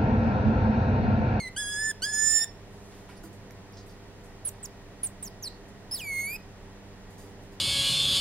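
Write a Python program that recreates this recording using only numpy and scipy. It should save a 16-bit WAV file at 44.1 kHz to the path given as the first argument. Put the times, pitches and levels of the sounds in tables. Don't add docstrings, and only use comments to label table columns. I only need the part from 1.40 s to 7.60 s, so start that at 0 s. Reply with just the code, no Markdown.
import sys
import numpy as np
from scipy import signal
from scipy.fft import rfft, irfft, next_fast_len
from scipy.io import wavfile
from scipy.ndimage import uniform_filter1d

SR = 44100
rng = np.random.default_rng(int(sys.argv[2]) if len(sys.argv) > 2 else 0)


def voltage_ratio(decibels):
    exponent = np.asarray(decibels, float) / 20
    return 10 ** exponent


def transcribe(u):
    v = np.clip(np.atleast_2d(u).T, -1, 1)
    q = np.round(v * 32767).astype(np.int16)
    wavfile.write(sys.argv[1], SR, q)


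N = 273420

# hz, level_db (per Hz)
BREATH = [(1500, -4), (4000, -4.5), (7000, -6.5), (11000, -2.5), (16000, -2.5)]


def monkey():
    shared = coloured(BREATH)
    breath = shared + 1.4 * np.array([coloured(BREATH), coloured(BREATH)])
    return whistles(breath) + chirps(breath)


# start_s, pitch_hz, fundamental_db, overtones_db (against it), mouth_opening (0-1)
FALLING = [
    (0, 2206, -38, -0.5, 0.5),
    (0.029, 2085, -40, -3, 0.4),
    (0.06, 2040, -34, -13, 0.45),
    (0.08, 1991, -34.5, -10, 0.44),
    (0.093, 2125, -43, -11, 0.7),
]
LEVEL_ONE = [
    (0.162, 1485, -44, 6, 0.13),
    (0.18, 1668, -36.5, 3.5, 0.26),
    (0.204, 1692, -36, 4, 0.29),
    (0.246, 1648, -39, 2, 0.35),
    (0.31, 1683, -40, 5.5, 0.28),
    (0.362, 1689, -34.5, -2, 0.44),
    (0.429, 1750, -30.5, -6, 0.59),
    (0.48, 1753, -28.5, -8.5, 0.68),
    (0.517, 1733, -32.5, -2.5, 0.44),
]
LEVEL_TWO = [
    (0.619, 1418, -44.5, 8.5, 0.32),
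    (0.641, 1610, -40, 12, 0.31),
    (0.662, 1695, -34.5, -1.5, 0.54),
    (0.723, 1720, -36, -3.5, 0.57),
    (0.738, 1722, -34, 2.5, 0.79),
    (0.814, 1741, -30, 1, 0.88),
    (0.885, 1760, -34, 4.5, 0.68),
    (0.96, 1781, -34.5, 11.5, 0.93),
    (1.047, 1818, -38.5, 8.5, 0.75),
]
SWOOPING = [
    (4.51, 4940, -37.5, 0, 1.34),
    (4.54, 5430, -35.5, 2, 1.16),
    (4.578, 3870, -45, 6, 1.27),
    (4.618, 2500, -40, -6, 0.75),
    (4.656, 2296, -43, -5.5, .7),
    (4.721, 2158, -33, -12, 0.61),
    (4.791, 2154, -30.5, -10.5, 0.65),
    (4.865, 2203, -38.5, -5, 0.69),
    (4.966, 2582, -37.5, -5, 0.83),
]
# partial3_db, partial5_db, partial6_db, partial7_db (against neighbours), breath_db
THROATS = [
    (-8, -1, -25, -14, -24),
    (-3.6, 0.5, -2, -17, -22),
    (-0.6, -1.5, -0.5, -19, -21.5),
    (-7, 8, 7, -4, -21),
]
# centre_hz, depth_db
SHADES = [
    (6800, 1),
    (6850, -1),
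    (6950, -9),
    (6800, 3),
]


def whistles(breath):
    mouth_shut_hz, mouth_octaves = 3000, 1.74
    below_db_per_octave, above_db_per_octave = 11.5, 16
    pouch_hz, pouch_octaves, pouch_db = 3545, .045, -14
    duck_db, duck_s = -7.5, 0.0056
    break_db, break_s = 13.5, 0.00587
    head_turn_s, head_turn_share = 0.99, .78
    out = np.zeros((2, N))
    contours = [FALLING, LEVEL_ONE, LEVEL_TWO, SWOOPING]
    for rows, throat, (shade_hz, shade_db) in zip(contours, THROATS, SHADES):
        third_db, fifth_db, sixth_db, seventh_db, breath_db = throat
        s, *columns = np.transpose(rows)
        at = np.arange(round(s[0] * SR), round(s[-1] * SR))
        t = at / SR
        pitch, first, over_db, opening = [np.interp(t, s, column) for column in columns]

        away = np.log2(np.arange(2, 5)[:, None] * pitch / mouth_shut_hz) - mouth_octaves * opening
        resonance_db = np.minimum(below_db_per_octave * away, -above_db_per_octave * away)
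        second, third, fourth = first + over_db + resonance_db
        ducking = sum(np.exp(-((t - slip_s) / duck_s) ** 2) for slip_s, _ in CRACKS)
        third = third + third_db + duck_db * ducking
        first = first + pouch_db * np.exp(-(np.log2(pitch / pouch_hz) / pouch_octaves) ** 2)
        second = second + pouch_db * np.exp(-(np.log2(2 * pitch / pouch_hz) / pouch_octaves) ** 2)
        second = second + break_db * np.exp((t - s[-1]) / break_s)

        middle = (third + fourth) / 2
        fifth = middle + fifth_db
        sixth = (middle + second) / 2 + sixth_db
        seventh = middle + seventh_db
        levels = [first, second, third, fourth, fifth, sixth, seventh, seventh - 9.5]
        turned = np.clip((t - head_turn_s) / 0.0388 + .5, 0, 1) * (s[0] < head_turn_s < s[-1])
        shade = shade_hz * head_turn_share ** turned
        out += voice(at, pitch, levels, shade, shade_db, breath, breath_db, sway=0.63)
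    return out


# start_s, length_s, top_hz, knee_hz (before the closing dive), level_db
CHIRPS = [
    (3.048, 0.045, 10040, 8320, -33),
    (3.228, 0.033, 8530, 6140, -36),
    (3.631, 0.044, 10140, 8250, -32),
    (3.825, .059, 9400, 5300, -36.5),
    (4.024, 0.061, 6950, 4080, -35.5),
]
# bend (over 1 lingers at the top), dive (share of pitch lost), swell_db (start to end)
CHIRP_SHAPES = [
    (2.4, 0.38, 0),
    (1.24, 0.32, 0),
    (1.06, 0.32, -10),
    (0.71, 0.22, -15.5),
    (0.58, 0.092, 0.5),
]
# hz, gain_db
CHIRP_THROAT = [(4000, -3.5), (5300, -2), (6400, -5), (7500, -2), (9500, 3.5), (12500, 2.5), (16000, -4),
                (20000, -35)]


def chirps(breath):
    dive_time_s, dive_squeak_db = 0.0038, 23.5
    attack_s, soft_db = 0.0075, -4.5
    octave_db, twelfth_db = -11, -25
    out = np.zeros((2, N))
    for (start, length, top_hz, knee_hz, level_db), (bend, dive, swell_db) in zip(CHIRPS, CHIRP_SHAPES):
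        at = np.arange(round(start * SR), round((start + length) * SR))
        t = (at - at[0]) / SR
        if bend > 1:
            sag = (t / length) ** bend
        else:
            sag = 1 - (1 - t / length) ** (1 / bend)
        lost = dive * np.exp((t - length) / dive_time_s)
        pitch = top_hz * (knee_hz / top_hz) ** sag * (1 - lost)

        envelope_db = level_db + soft_db * np.exp(-t / attack_s) + swell_db * (t / length - .5)
        weights_db = [0, octave_db + dive_squeak_db * (lost / 0.34) ** 2, twelfth_db]
        levels = [envelope_db + db + at_hz(CHIRP_THROAT, k * pitch) for k, db in enumerate(weights_db, 1)]
        out += voice(at, pitch, levels, pitch, 0, breath, breath_db=-15.0, sway=0.091)
    return out


# time_s, lost (share of pitch)
CRACKS = [
    (.089, 0.036),
    (0.514, 0.043),
    (0.7274, 0.03),
    (.35, .008),
    (.808, .008),
    (.928, 0.014),
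    (1.002, 0.022),
    (1.044, 0.054),
    (4.787, 0.025),
    (4.958, 0.053),
]


def voice(at, pitch, levels, shade_hz, shade_db, breath, breath_db, sway):
    wobble, flicker_db = .003, 1.8
    beading_db, beading_per_s = 1.7, 55
    lean_db = 1.6
    grit_power = 1.26
    size = len(at)
    pitch = uniform_filter1d(pitch, size=120) * (1 + wobble * drift(45.2, size))
    slip = sum(share * np.exp(-((at / SR - s) / 0.0018) ** 2) for s, share in CRACKS)
    pitch = pitch * (1 - slip)
    turn = 2 * np.pi * np.cumsum(pitch) / SR
    sides = np.array([[.5], [-.5]])
    tones = 0
    for k, level_db in enumerate(levels, 1):
        hz = k * pitch
        loose = np.clip((hz - 2500) / 2500, .1, 1)
        shadow_db = shade_db * np.exp(-np.log(hz / shade_hz) ** 2 / 0.013)
        side_db = shadow_db + lean_db * loose * drift(16.2, size)
        lead = sway * loose * drift(12, size)
        fade_db = 4.0 * np.clip(hz / 1000 - 11.3, 0, None) * (k > 4)
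        unsteady_db = flicker_db * drift(110, size) + beading_db * drift(beading_per_s, size)
        gain = np.sqrt(2) * voltage_ratio(level_db + loose * unsteady_db - fade_db) * (hz < .45 * SR)
        tones = tones + gain * voltage_ratio(sides * side_db) * np.sin(k * (turn + 0.93) + sides * lead)

    effort = np.sqrt(sum(voltage_ratio(db) ** 2 for db in levels[1:]) + 0.38 * voltage_ratio(levels[0]) ** 2)
    grit = voltage_ratio(breath_db + 100 * slip) * 0.018 * (effort / 0.021) ** grit_power
    since_start = at - at[0] + (at[0] == 0) * SR
    edge = np.clip(np.minimum(since_start, at[-1] - at) / (0.0025 * SR), 0, 1)
    out = np.zeros((2, N))
    out[:, at] = edge * (tones + grit * breath[:, at])
    return out


def cage():
    return rubs() + ticks()


# start_s, level_db, length_s, centre_hz, width_octaves
BRUSHES = [(1.302, -68.5, 0.31, 9000, 0.69), (1.504, -63.5, 0.14, 3000, 0.81),
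           (1.687, -56, 0.059, 2010, 0.51), (1.54, -62.5, 0.094, 12000, 0.64),
           (1.686, -61.5, 0.06, 9600, 0.39), (1.692, -66, 0.071, 4860, .2),
           (1.766, -61, 0.029, 10000, 0.13), (1.764, -62.5, 0.035, 5100, 0.26),
           (1.926, -61, 0.045, 9500, 0.6), (2.328, -62, 0.058, 5200, 0.16),
           (2.367, -54.5, 0.052, 4900, 0.37), (2.458, -61.5, 0.077, 10500, .5),
           (2.486, -62.5, 0.055, 5030, 0.3), (2.835, -60.5, 0.049, 9000, 0.59),
           (4.28, -62, 0.025, 9000, .7)]
# start_s, level_db, length_s, centre_hz, width_octaves
SCRAPES = [
    (1.832, -51, 0.04, 12500, 1),
    (5.698, -62, 0.056, 10070, 0.77),
    (5.775, -56.5, 0.094, 8900, 1),
    (5.826, -67, .02, 9050, .6),
    (5.892, -68, 0.023, 9000, .3),
    (6.02, -64.5, 0.044, 9900, .5),
    (6.119, -61.5, 0.031, 10900, 1),
]
# hz, level_db, t60_s
BARS = [(4985, 5, 0.041), (6780, -1.5, 0.1), (9300, -15, 0.034), (8900, -5, 0.1), (10410, -5, 0.08),
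        (13100, 3.5, 0.051), (15100, -8.5, .03)]


def rubs():
    fur_ring_db, claw_ring_db, pickup_db = -23, -5, -26.5
    grain_db = 5
    out = np.zeros((2, N))
    size = SR // 4
    t, hz = np.arange(size) / SR, np.fft.rfftfreq(size, 1 / SR)
    strokes = [(*row, fur_ring_db) for row in BRUSHES] + [(*row, claw_ring_db) for row in SCRAPES]
    for s, level_db, length, centre_hz, octaves, bars_db in strokes:
        grains = rng.standard_normal(size) * voltage_ratio(grain_db * rng.standard_normal(size))
        stroke = np.clip(t / (0.081 * length), 0, 1) * np.exp(-(t / length) ** 2)
        shape = np.exp(-.5 * (np.log2((hz + 1) / centre_hz) / octaves) ** 2)
        rub = rms_one(irfft(rfft(grains) * shape, size)) * stroke
        bars = 0
        for mode_hz, db, t60 in BARS:
            bars = bars + voltage_ratio(db + pickup_db + 1.8 * rng.standard_normal()) * ring(rub, mode_hz, t60)
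        at = round(s * SR)
        out[:, at:at + size] += (voltage_ratio(level_db) * (rub + voltage_ratio(bars_db) * bars))[:N - at]
    return out


# start_s, peak_db, hz, t60_s
TICKS = [
    (1.692, -45, 990, 0.085),
    (1.697, -49.5, 1400, 0.083),
    (1.702, -56, 2300, .08),
    (1.84, -42, 327, 0.21),
    (1.838, -48.5, 1456, 0.073),
    (2.1083, -41, 5830, .003),
    (2.1083, -38.5, 2102, 0.0043),
    (2.1092, -40, 11900, .003),
    (2.1213, -41.5, 12030, .003),
    (2.3245, -41, 11200, 0.0019),
]


def ticks():
    out = np.zeros((2, N))
    for s, peak_db, hz, t60 in TICKS:
        click = np.zeros(N)
        click[round(s * SR)] = voltage_ratio(peak_db)
        out += ring(click, hz, t60)
    return out


# left_delay_s, right_delay_s, level_db
ECHOES = [(.0013, .0017, -11.5), (.0031, 0.0027, -13), (.0058, .0067, -18), (.0094, .0083, -19)]
# hz, t60_s
ROOM_T60 = [(1500, .26), (5500, .26), (9000, .25), (14000, .14)]
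# hz, lead_rad
PORT_LEAD = [(20, 0), (2200, -.1), (4000, .35), (5500, .7), (8000, 1.5), (10500, 2.2), (16000, 2.7)]


def room(x):
    tail_db = -15
    size = next_fast_len(N + SR // 2)
    hz, t = np.fft.rfftfreq(size, 1 / SR), np.arange(SR // 2) / SR
    near = 1
    for left, right, db in ECHOES:
        near = near + voltage_ratio(db) * np.exp(-2j * np.pi * hz * np.array([[left], [right]]))

    white = rng.standard_normal((2, len(t)))
    edges = np.geomspace(200, 19000, num=8)
    tail = 0
    for low, high in zip(edges, edges[1:]):
        band = signal.sosfilt(signal.butter(2, (low, high), "band", fs=SR, output="sos"), white)
        tail = tail + band * voltage_ratio(-60 * t / at_hz(ROOM_T60, 2.7 * low))
    tail *= np.clip(t / 0.018, 0, 1)
    tail *= voltage_ratio(tail_db) / np.sqrt(np.sum(tail ** 2, axis=1, keepdims=True))

    lead = np.exp(.5j * at_hz(PORT_LEAD, hz) * [[1], [-1]])
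    paths = near * lead + rfft(tail, size)
    common = paths.mean(axis=0)
    paths = common + (paths - common) * np.clip(hz / 4500, 0, 1) ** 2
    return irfft(rfft(x, size) * paths, size)[:, :N]


# hz, level_db (rms), width_hz
HUM = [(31.7, -57, 6.04), (99.4, -54, 2.7), (197, -57.5, 5), (290.5, -63.5, 5.2), (394.5, -61, 5.95),
       (410.3, -62.5, 31.1), (486.2, -64, 5), (596.6, -69.5, 6.53), (682, -67, 6.71), (1897, -73, 60)]


def motor():
    t, out = np.arange(N) / SR, 0
    for hz, level_db, width_hz in HUM:
        wander = 2 * np.pi * width_hz * np.cumsum(drift(8, N)) / SR / 4
        phase = 2 * np.pi * hz * t + wander + rng.uniform(0, 6.52)
        out = out + np.sqrt(2) * voltage_ratio(level_db + 2.0 * drift(7, N)) * np.sin(phase)
    return out


def screen():
    scan_hz, left_db, right_db = 15732, -80, -77
    tone = np.sin(2 * np.pi * scan_hz * np.arange(N) / SR)
    return voltage_ratio(np.array([[left_db], [right_db]])) * tone * [[1.4], [-1.4]]


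# hz, level_db (per Hz)
AIR_MID = [(12, -32), (22, 0), (45, -4), (80, -7), (170, -6.5), (400, -13.5), (900, -15.5), (1200, -21.5),
           (1720, -22.5), (1900, -19.5), (2100, -25), (5500, -36.5), (9000, -44), (16000, -50)]
# hz, level_db (per Hz)
AIR_SIDE = [(12, -24.5), (22, 0), (60, -5.5), (250, -9), (800, -14), (1200, -16), (2000, -16.5),
            (5000, -19.5), (10000, -24), (16000, -29.5)]
# time_s, lift_db, spread_s
SLEEVE = [
    (0, 3.5, 0.64),
    (1.5, 6, .14),
    (1.76, 2, 0.13),
]


def background():
    mid = voltage_ratio(-49.5) * coloured(AIR_MID) + motor()
    side = voltage_ratio(-57) * coloured(AIR_SIDE)
    bright = signal.sosfilt(signal.butter(2, 5000, "high", fs=SR, output="sos"), side)
    t = np.arange(N) / SR
    lift_db = sum(db * np.exp(-((t - s) / spread) ** 2) for s, db, spread in SLEEVE)
    side = side + (voltage_ratio(lift_db) - 1) * bright
    return screen() + mid * voltage_ratio(np.array([[-.8], [.8]])) + side * [[1], [-1]]


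def rms_one(x):
    return x / np.sqrt(np.mean(x ** 2) + 1e-20)


def at_hz(points, hz):
    table_hz, values = np.transpose(points)
    return np.interp(np.log(np.maximum(hz, 1)), np.log(table_hz), values)


def coloured(spectrum):
    hz = np.fft.rfftfreq(N, 1 / SR)
    return rms_one(irfft(rfft(rng.standard_normal(N)) * voltage_ratio(at_hz(spectrum, hz)), N))


def drift(rate, size):
    knots = rng.standard_normal(2 + size // 100)
    return np.interp(np.arange(size) * rate / SR, np.arange(len(knots)), knots)


def ring(x, hz, t60):
    r, w = voltage_ratio(-60 / (t60 * SR)), 2 * np.pi * hz / SR
    return signal.lfilter([0, np.sin(w)], [1, -2 * r * np.cos(w), r * r], x + 1e-18)


def scene():
    return room((monkey() + cage()) * voltage_ratio(np.array([[-1.3], [1.3]]))) + background()


def roll_off(x):
    return signal.sosfilt(signal.butter(12, 16810, fs=SR, output="sos"), x)


def record(dry):
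    low_pass = signal.ellip(12, .5, 70, 15900 - 130, fs=SR, output="sos")
    mix = signal.sosfilt(low_pass, dry)
    return roll_off(mix)


dry = scene()
out = record(dry)
transcribe(out)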